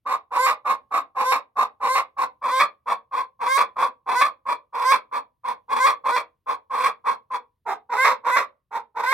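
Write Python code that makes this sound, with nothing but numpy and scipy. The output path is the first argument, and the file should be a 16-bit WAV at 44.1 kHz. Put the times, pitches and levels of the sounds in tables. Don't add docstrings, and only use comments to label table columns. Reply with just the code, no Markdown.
import sys
import numpy as np
from scipy import signal
from scipy.fft import rfft, irfft, next_fast_len
from scipy.io import wavfile
from scipy.ndimage import uniform_filter1d, map_coordinates

SR = 44100
rng = np.random.default_rng(int(sys.argv[2]) if len(sys.argv) > 2 else 0)


def digitize_waveform(pressure):
    field = np.atleast_2d(pressure).T
    bounded = np.clip(field, -1, 1)
    quanta = np.round(bounded * 32767).astype(np.int16)
    wavfile.write(sys.argv[1], SR, quanta)


def convert_level_to_amplitude(level_db):
    exponent = np.asarray(level_db, float) / 20
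    return 10 ** exponent


N = 402633

# start t/s, length t/s, peak level/dB, windpipe f/Hz (twice the slap rate)
CLUCK_EVENTS = [(0.064, 0.11, -20, 1085), (0.319, 0.093, -20.5, 1070), (0.657, .1, -18.5, 1100),
                (0.918, 0.1, -19.5, 1120), (1.161, 0.098, -19.5, 1050), (1.568, 0.098, -20, 1100),
                (1.812, .11, -21, 1060), (2.177, 0.088, -21.5, 1045), (2.426, .1, -20.5, 1060),
                (2.87, 0.087, -21.5, 1070), (3.123, .12, -22, 1045), (3.404, 0.071, -23, 1025),
                (3.77, 0.12, -19, 1060), (4.072, 0.087, -20, 1025), (4.465, 0.095, -21.5, 1045),
                (4.737, .1, -22, 1020), (5.125, .082, -21.5, 1035), (5.447, 0.097, -23, 1010),
                (5.693, .08, -23.5, 1020), (6.049, .09, -20, 1035), (6.473, 0.086, -23, 1055),
                (6.709, 0.11, -22.5, 1045), (7.053, .1, -20.5, 1050), (7.314, 0.074, -24.5, 1060),
                (7.665, 0.096, -23.5, 845), (7.902, .08, -23, 935), (8.246, 0.083, -23, 1000),
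                (8.719, .09, -26.5, 925), (8.958, 0.088, -25.5, 950)]
POSTURE_TURNS = [
    2.39,
    7.55,
]
BEAK_HZ, RASP_HZ, TOP_HZ = 1400, 2950, 15900


def hen():
    # f/Hz, width f/Hz, level/dB
    resonances = [
        [(272, 150, -22), (477, 110, -20.5), (807, 140, -3.5), (1460, 130, -27.5), (1970, 270, -19.5),
         (2150, 820, -7.5), (3735.6, 180, -24.5), (4250, 240, -28.5), (5230, 990, -41), (8000, 2100, -35),
         (13470, 1800, -44.5)],
        [(254, 170, -23), (473, 97, -19), (790, 220, -9.5), (1700, 1200, -23.5), (2340.7, 450, -18),
         (3395, 260, -20.5), (4247, 270, -25.5), (5055, 860, -39.5), (5620, 200, -38.5), (8390, 2100, -36),
         (13100, 3200, -48)],
        [(253, 110, -21.5), (520, 350, -20), (1100, 1000, -6), (1513.5, 55, -15), (2070, 530, -4.5),
         (3670, 200, -22), (4040, 270, -27), (5600, 2000, -30.5), (8447, 2000, -44), (13000, 2400, -49)],
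    ]
    (gains, slap_hz), where = drive(), posture()
    breath = np.array([[.2], [.3], [.55]])
    source = slaps(slap_hz, wander=.11, scatter_db=1.8, breath=breath)
    main = windpipe(source[0], slap_hz, width_hz=293)

    def above(f, edge):
        return 1 / (1 + (edge / (f + 1)) ** 12)

    def zones(f):
        beak, rasp = above(f, BEAK_HZ), above(f, RASP_HZ)
        return np.array([1 - beak, beak - rasp, rasp])

    voice, held = tone(gains[2])
    gains = gains * convert_level_to_amplitude(held * np.array([[-26], [-22], [-12.5]]))
    for p, modes in enumerate(resonances):
        at = np.flatnonzero(where == p)
        parts = filtered(source[:, at], lambda f: throat(modes)(f) * zones(f))
        parts[0] += main[at]
        voice[at] += sum(g * unit(part) for g, part in zip(gains[:, at], parts))
    return voice


def drive():
    # start t/s, peak t/s, release t/s, start level/dB, peak level/dB
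    squawks = [(0.374, 0.473, .072, -25, -14.5), (1.241, 1.329, 0.066, -24.5, -17),
               (1.870, 1.966, .07, -25, -18.5), (2.488, 2.605, 0.063, -23, -15.5),
               (3.460, 3.58, 0.073, -23, -14.5), (4.138, 4.220, 0.081, -21.5, -17.5),
               (4.814, 4.922, 0.068, -24, -15.5), (5.763, 5.869, 0.072, -23.5, -16),
               (6.100, 6.175, .055, -25.5, -21), (6.785, 6.860, .06, -26, -19),
               (7.966, 8.066, 0.087, -23.5, -15), (8.300, 8.380, 0.068, -25, -19.5),
               (9.031, 9.140, .06, -27, -17)]
    # share of its length, effort level/dB, beak opening level/dB, rasp level/dB
    cluck_course = [
        (0, -10.5, -19, -29),
        (.17, -4.5, -16.5, -24),
        (.5, 0, -15, -20.5),
        (.7, -2.5, -19, -21),
        (1, -21, -17.5, -20.5),
    ]
    # share of the release, effort level/dB, beak opening level/dB, rasp level/dB
    release_course = [
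        (0, -0.5, -6, -14),
        (.22, -3.5, -8, -15),
        (.6, -6.5, -15.5, -18.5),
        (0.999, -23.5, -18.5, -21),
    ]
    # beak level/dB, rasp level/dB
    posture_opening = [
        (-1, 0.6),
        (-0.33, -0.08),
        (1.5, -1.5),
    ]
    stretch_hz = [
        39.97,
        60.26,
        131.2,
    ]
    power, t, where = np.zeros((3, N)), np.arange(N) / SR, posture()

    share, effort_db, beak_db, rasp_db = np.transpose(cluck_course)
    pushes = [push(start + share * length, peak_db + effort_db, beak_db, rasp_db, fade_s=.015)
              for start, length, peak_db, _ in CLUCK_EVENTS]
    share, effort_db, beak_db, rasp_db = np.transpose(release_course)
    beak_db, rasp_db = np.r_[-14.5, beak_db], np.r_[-18.5, rasp_db]
    for start, peak, release, start_db, peak_db in squawks:
        times = np.r_[start, peak + share * release]
        pushes.append(push(times, np.r_[start_db, peak_db + effort_db], beak_db, rasp_db, fade_s=.025))
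    for at, gains in pushes:
        power[:, round(at[0] * SR):][:, :len(at)] += gains ** 2
    power[1:] *= convert_level_to_amplitude(2 * np.array(posture_opening)[where].T)

    starts, windpipe_hz = np.transpose(CLUCK_EVENTS)[[0, 3]]
    call = np.clip(np.searchsorted(starts - .03, t) - 1, 0, None)
    stretch = sum(np.interp(t, [start, peak, peak + .1, peak + .12], [0, 1, 1, 0])
                  for start, peak, *_ in squawks)
    slap_hz = (windpipe_hz[call] + stretch * np.array(stretch_hz)[where]) / 2
    return np.sqrt(power), slap_hz


def push(s, effort_db, beak_db, rasp_db, fade_s):
    t = np.arange(round((s[0] - fade_s) * SR), min(round((s[-1] + .02) * SR), N)) / SR
    edge = np.clip(np.minimum((t - s[0]) / fade_s + 0.87, (s[-1] + 0.019 - t) / .02), 0, 1)
    zones = ((0, 1.1), (beak_db, 3), (rasp_db, 2.6))  # level/dB, lateness exponent
    return t, np.array([edge ** late * convert_level_to_amplitude(np.interp(t, s, effort_db + db)) for db, late in zones])


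def slaps(hz, wander, scatter_db, breath):
    cycles = np.cumsum(hz * (1 + wander * wobble(260)) / SR)
    at = np.flatnonzero(np.diff(np.floor(cycles)))
    pulses = unit(np.bincount(at, convert_level_to_amplitude(scatter_db * rng.standard_normal(N)[at]), N))
    puff_envelope = signal.lfilter([1], [1, -np.exp(-1 / (.002 * SR))], pulses)
    puffs = puff_envelope * rng.standard_normal(N)
    throb = convert_level_to_amplitude(1.5 * wobble(150) + 1.3 * wobble(70))
    return throb * (np.sqrt(1 - breath) * pulses + np.sqrt(breath) * unit(puffs))


def windpipe(x, hz, width_hz):
    pipe_hz = np.arange(800, 1201, 100)[:, None]
    near = np.clip(1 - abs(np.clip(2 * hz, 800, 1200) - pipe_hz) / 100, 0, 1)
    rings = filtered(x, throat([(pipe_hz, width_hz, 0)], passes=3))
    return (near * rings).sum(0)


def throat(modes, passes=2):
    def mode(f, centre, width):
        loss = (f * width) ** 2
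        return (loss / ((centre * centre - f * f) ** 2 + loss)) ** (passes / 2)

    return lambda f: sum(convert_level_to_amplitude(db) * mode(f, centre, width) for centre, width, db in modes)


def tone(rasp):
    # start t/s, end t/s, settled pitch f/Hz, level/dB, closing upturn f/Hz
    locked = [(0.378, 0.466, 528, -20, 12), (1.238, 1.321, 530.3, -24.5, 3.2),
              (1.878, 1.955, 534.3, -22, 1.99), (2.500, 2.599, 530, -23, 3.06),
              (3.472, 3.577, 542, -20.5, 22), (4.146, 4.212, 517.4, -19.5, 2.06),
              (4.840, 4.922, 534.3, -20, 45), (5.790, 5.862, 536.8, -18, 32),
              (6.108, 6.164, 512.4, -21.5, 2.3), (7.970, 8.046, 533, -23.5, 24.7),
              (8.306, 8.361, 520, -24.5, 2.13), (9.055, 9.126, 535.4, -26.5, 34)]
    # f/Hz, level/dB
    overtones = [(260, -45), (450, -10), (1080, 9.5), (1630, -12.5), (2190, -10), (2740, -37),
                 (3130, -21.5), (4340, -28), (6570, -35), (8450, -30.5), (10700, -40), (13000, -42),
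                 (15500, -44.5)]
    beak_level_db = [-10, -9, 1.5]
    voice, held, k = np.zeros(N), np.zeros(N), np.arange(1, 30)[:, None]
    waver = wobble(350)
    tremble = 1 + 0.002 * wobble(200)
    zones = [k < 3, (k > 2) & (k < 6), k > 5]
    for start, end, hz, level_db, upturn_hz in locked:
        on = slice(round(start * SR), min(round(end * SR), N))
        sample = np.arange(on.start, on.stop)
        t = sample / SR
        upturn = upturn_hz * np.exp((t - end) / .012)
        settling = 1 - .095 * np.exp((start - t) / .03)
        f = k * (hz * settling + upturn) * tremble[on]
        swell_db = 1.5 * ((t - start) / (end - start) - .5) + 0.129 * upturn
        level = convert_level_to_amplitude(level_db + swell_db)
        scatter_db = rng.normal(0, 2.5, k.shape) * (k > 5)
        size = convert_level_to_amplitude(along(overtones, f) + scatter_db) * (f < TOP_HZ)
        beak_level = level * convert_level_to_amplitude(beak_level_db[np.searchsorted(POSTURE_TURNS, start)])
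        gains = [level, beak_level, convert_level_to_amplitude(-0.8) * rasp[on]]
        phase = .8 * k ** 1.5 + (f / 9500) ** 2 * waver[sample - 900 * k]
        waves = np.sqrt(2) * size * np.cos(2 * np.pi * np.cumsum(f, axis=1) / SR + phase)
        voice[on] = sum(g * (waves * z).sum(0) / np.sqrt((size ** 2 * z).sum(0))
                        for g, z in zip(gains, zones))
        held[on] = np.clip(np.minimum((t - start) / .025, (end - t) / .006 + (on.stop == N)), 0, 1)
    return voice * np.sin(held * np.pi / 2), held


def ports(x):
    # f/Hz, width f/Hz, remaining level/dB
    pockets = [
        (3080, 600, -14),
        (2940, 700, -28),
        (3000, 320, -12),
    ]
    # f/Hz, level/dB
    louder = [
        [(60, 12), (180, -1), (550, -0.5), (1650, -2), (4970, -3.5), (15000, -18)],
        [(60, 1), (180, 4.5), (550, 0), (1650, -1.0), (4970, -3), (15000, -13)],
        [(60, 4.5), (180, 4.5), (550, -2), (1650, -1.5), (4970, -2.5), (15000, -21)],
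    ]
    lags = [
        3,
        2,
        4,
    ]
    # t/s, level/dB
    facing = [(0, -0.5), (2.3, .5), (4.0, -0.5), (4.2, -0.9), (5.752, -1), (5.95, -0.3), (7.4, 0),
              (7.6, -1)]
    fidget = .55
    where, half, out = posture(), np.array([[.5], [-.5]]), np.zeros((2, N))
    boards = rng.standard_normal((len(pockets), 3, 60))
    for a, b in calls():
        p = where[a]
        c, w, db = pockets[p]
        twist, *comb = np.sqrt(1 - fidget ** 2) * boards[p] + fidget * rng.standard_normal((3, 60))

        def phase(f):
            scatter = .95 * map_coordinates(twist, [f / 500]) * np.clip(f / 750, .2, 1)
            return scatter - 2 * np.pi * f * lags[p] / SR

        def tint(f):
            ripple = np.array([map_coordinates(v, [f / 330]) for v in comb])
            return convert_level_to_amplitude(1.8 * ripple * np.clip(f / 2500 - 1, 0, 1))

        def pocket(f):
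            detuning = c * c - f * f
            return (detuning + 1j * f * w * convert_level_to_amplitude(db)) / (detuning + 1j * f * w)

        def response(f):
            return pocket(f) * tint(f) * convert_level_to_amplitude(half * along(louder[p], f)) * np.exp(1j * half * phase(f))

        out[:, a:b] = filtered(x[a:b], response)
    return out * convert_level_to_amplitude(half * np.interp(np.arange(N) / SR, *np.transpose(facing)))


def echo(x, decay, gap_s):
    out = np.zeros((2, N + SR))
    for a, b in calls():
        hz, t, z = signal.stft(rng.standard_normal((2, SR // 4)), SR, nperseg=128)
        z[1] += .55 * z[0] * (hz[:, None] < 2500)
        left, right = np.mean(abs(z) ** 2, axis=2)
        z[0] *= np.sqrt(right / left)[:, None]
        tail = signal.istft(z * convert_level_to_amplitude(-60 * t / along(decay, hz)[:, None]), SR, nperseg=128)[1]
        wet = signal.fftconvolve(x[:, a:b], tail / np.linalg.norm(tail[0]), axes=1)
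        out[:, a + round(gap_s * SR):][:, :wet.shape[1]] += wet
    return out[:, :N]


def hush(voice):
    # f/Hz, level/dB (per Hz)
    spectrum = [(15, -31.5), (25, -5.5), (110, -5.5), (215, -18.5), (919, -35.5), (3530, -39),
                (7700, -49.5), (9500, -43), (15500, -43)]
    power = abs(uniform_filter1d(voice ** 2, round(.05 * SR)))
    gate_db = 8.5 * power / (power + convert_level_to_amplitude(2 * -35))
    swell_db = 1.5 * wobble(3) + gate_db
    common, own = rng.standard_normal(N), rng.standard_normal((2, N))
    noise = filtered(common + .4 * own, lambda f: convert_level_to_amplitude(along(spectrum, f)))
    return convert_level_to_amplitude(-78 + swell_db) * unit(noise)


def posture():
    return np.searchsorted(np.array(POSTURE_TURNS) * SR, np.arange(N))


def calls():
    cuts = [round((start - .03) * SR) for start, *_ in CLUCK_EVENTS] + [N]
    return zip(cuts, cuts[1:])


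def unit(x):
    return x / np.sqrt(np.mean(x ** 2) + 1e-20)


def along(points, hz):
    f, v = np.transpose(points)
    return np.interp(np.log(hz + 1), np.log(f + 1), v)


def filtered(x, response):
    m = next_fast_len(x.shape[-1] + 4096)
    return irfft(rfft(x, m) * response(np.fft.rfftfreq(m, 1 / SR)), m)[..., :x.shape[-1]]


def wobble(rate):
    return map_coordinates(rng.standard_normal(int(N * rate / SR) + 4), [np.arange(N) * rate / SR])


def scene():
    # f/Hz, 60 dB decay t/s
    crate_decay = [(200, 0.31), (1000, 0.14), (3500, 0.16), (6500, 0.075), (12000, 0.034)]
    # f/Hz, 60 dB decay t/s
    shed_decay = [(200, .45), (1000, .37), (3000, .3), (8000, .2)]
    voice = filtered(hen(), lambda f: 1 / (1 + (170 / (f + 1)) ** 5))
    bird = convert_level_to_amplitude(1.11) * ports(voice)
    crate = convert_level_to_amplitude(-9) * echo(bird, crate_decay, gap_s=.002)
    shed = convert_level_to_amplitude(-40) * echo(bird, shed_decay, gap_s=.012)
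    return bird + crate + shed + hush(voice)


def top_cut(x):
    return signal.sosfilt(signal.butter(12, 15910, fs=SR, output="sos"), x)


def record(dry):
    x = dry / (1 + abs(dry / .95) ** 8) ** (1 / 8)
    x = dry + filtered(x - dry, lambda f: f > 200)
    x = filtered(x, lambda f: (f < TOP_HZ) / (1 + (42 / (f + 1)) ** 4))
    return top_cut(x)


dry = scene()
out = record(dry)
digitize_waveform(out)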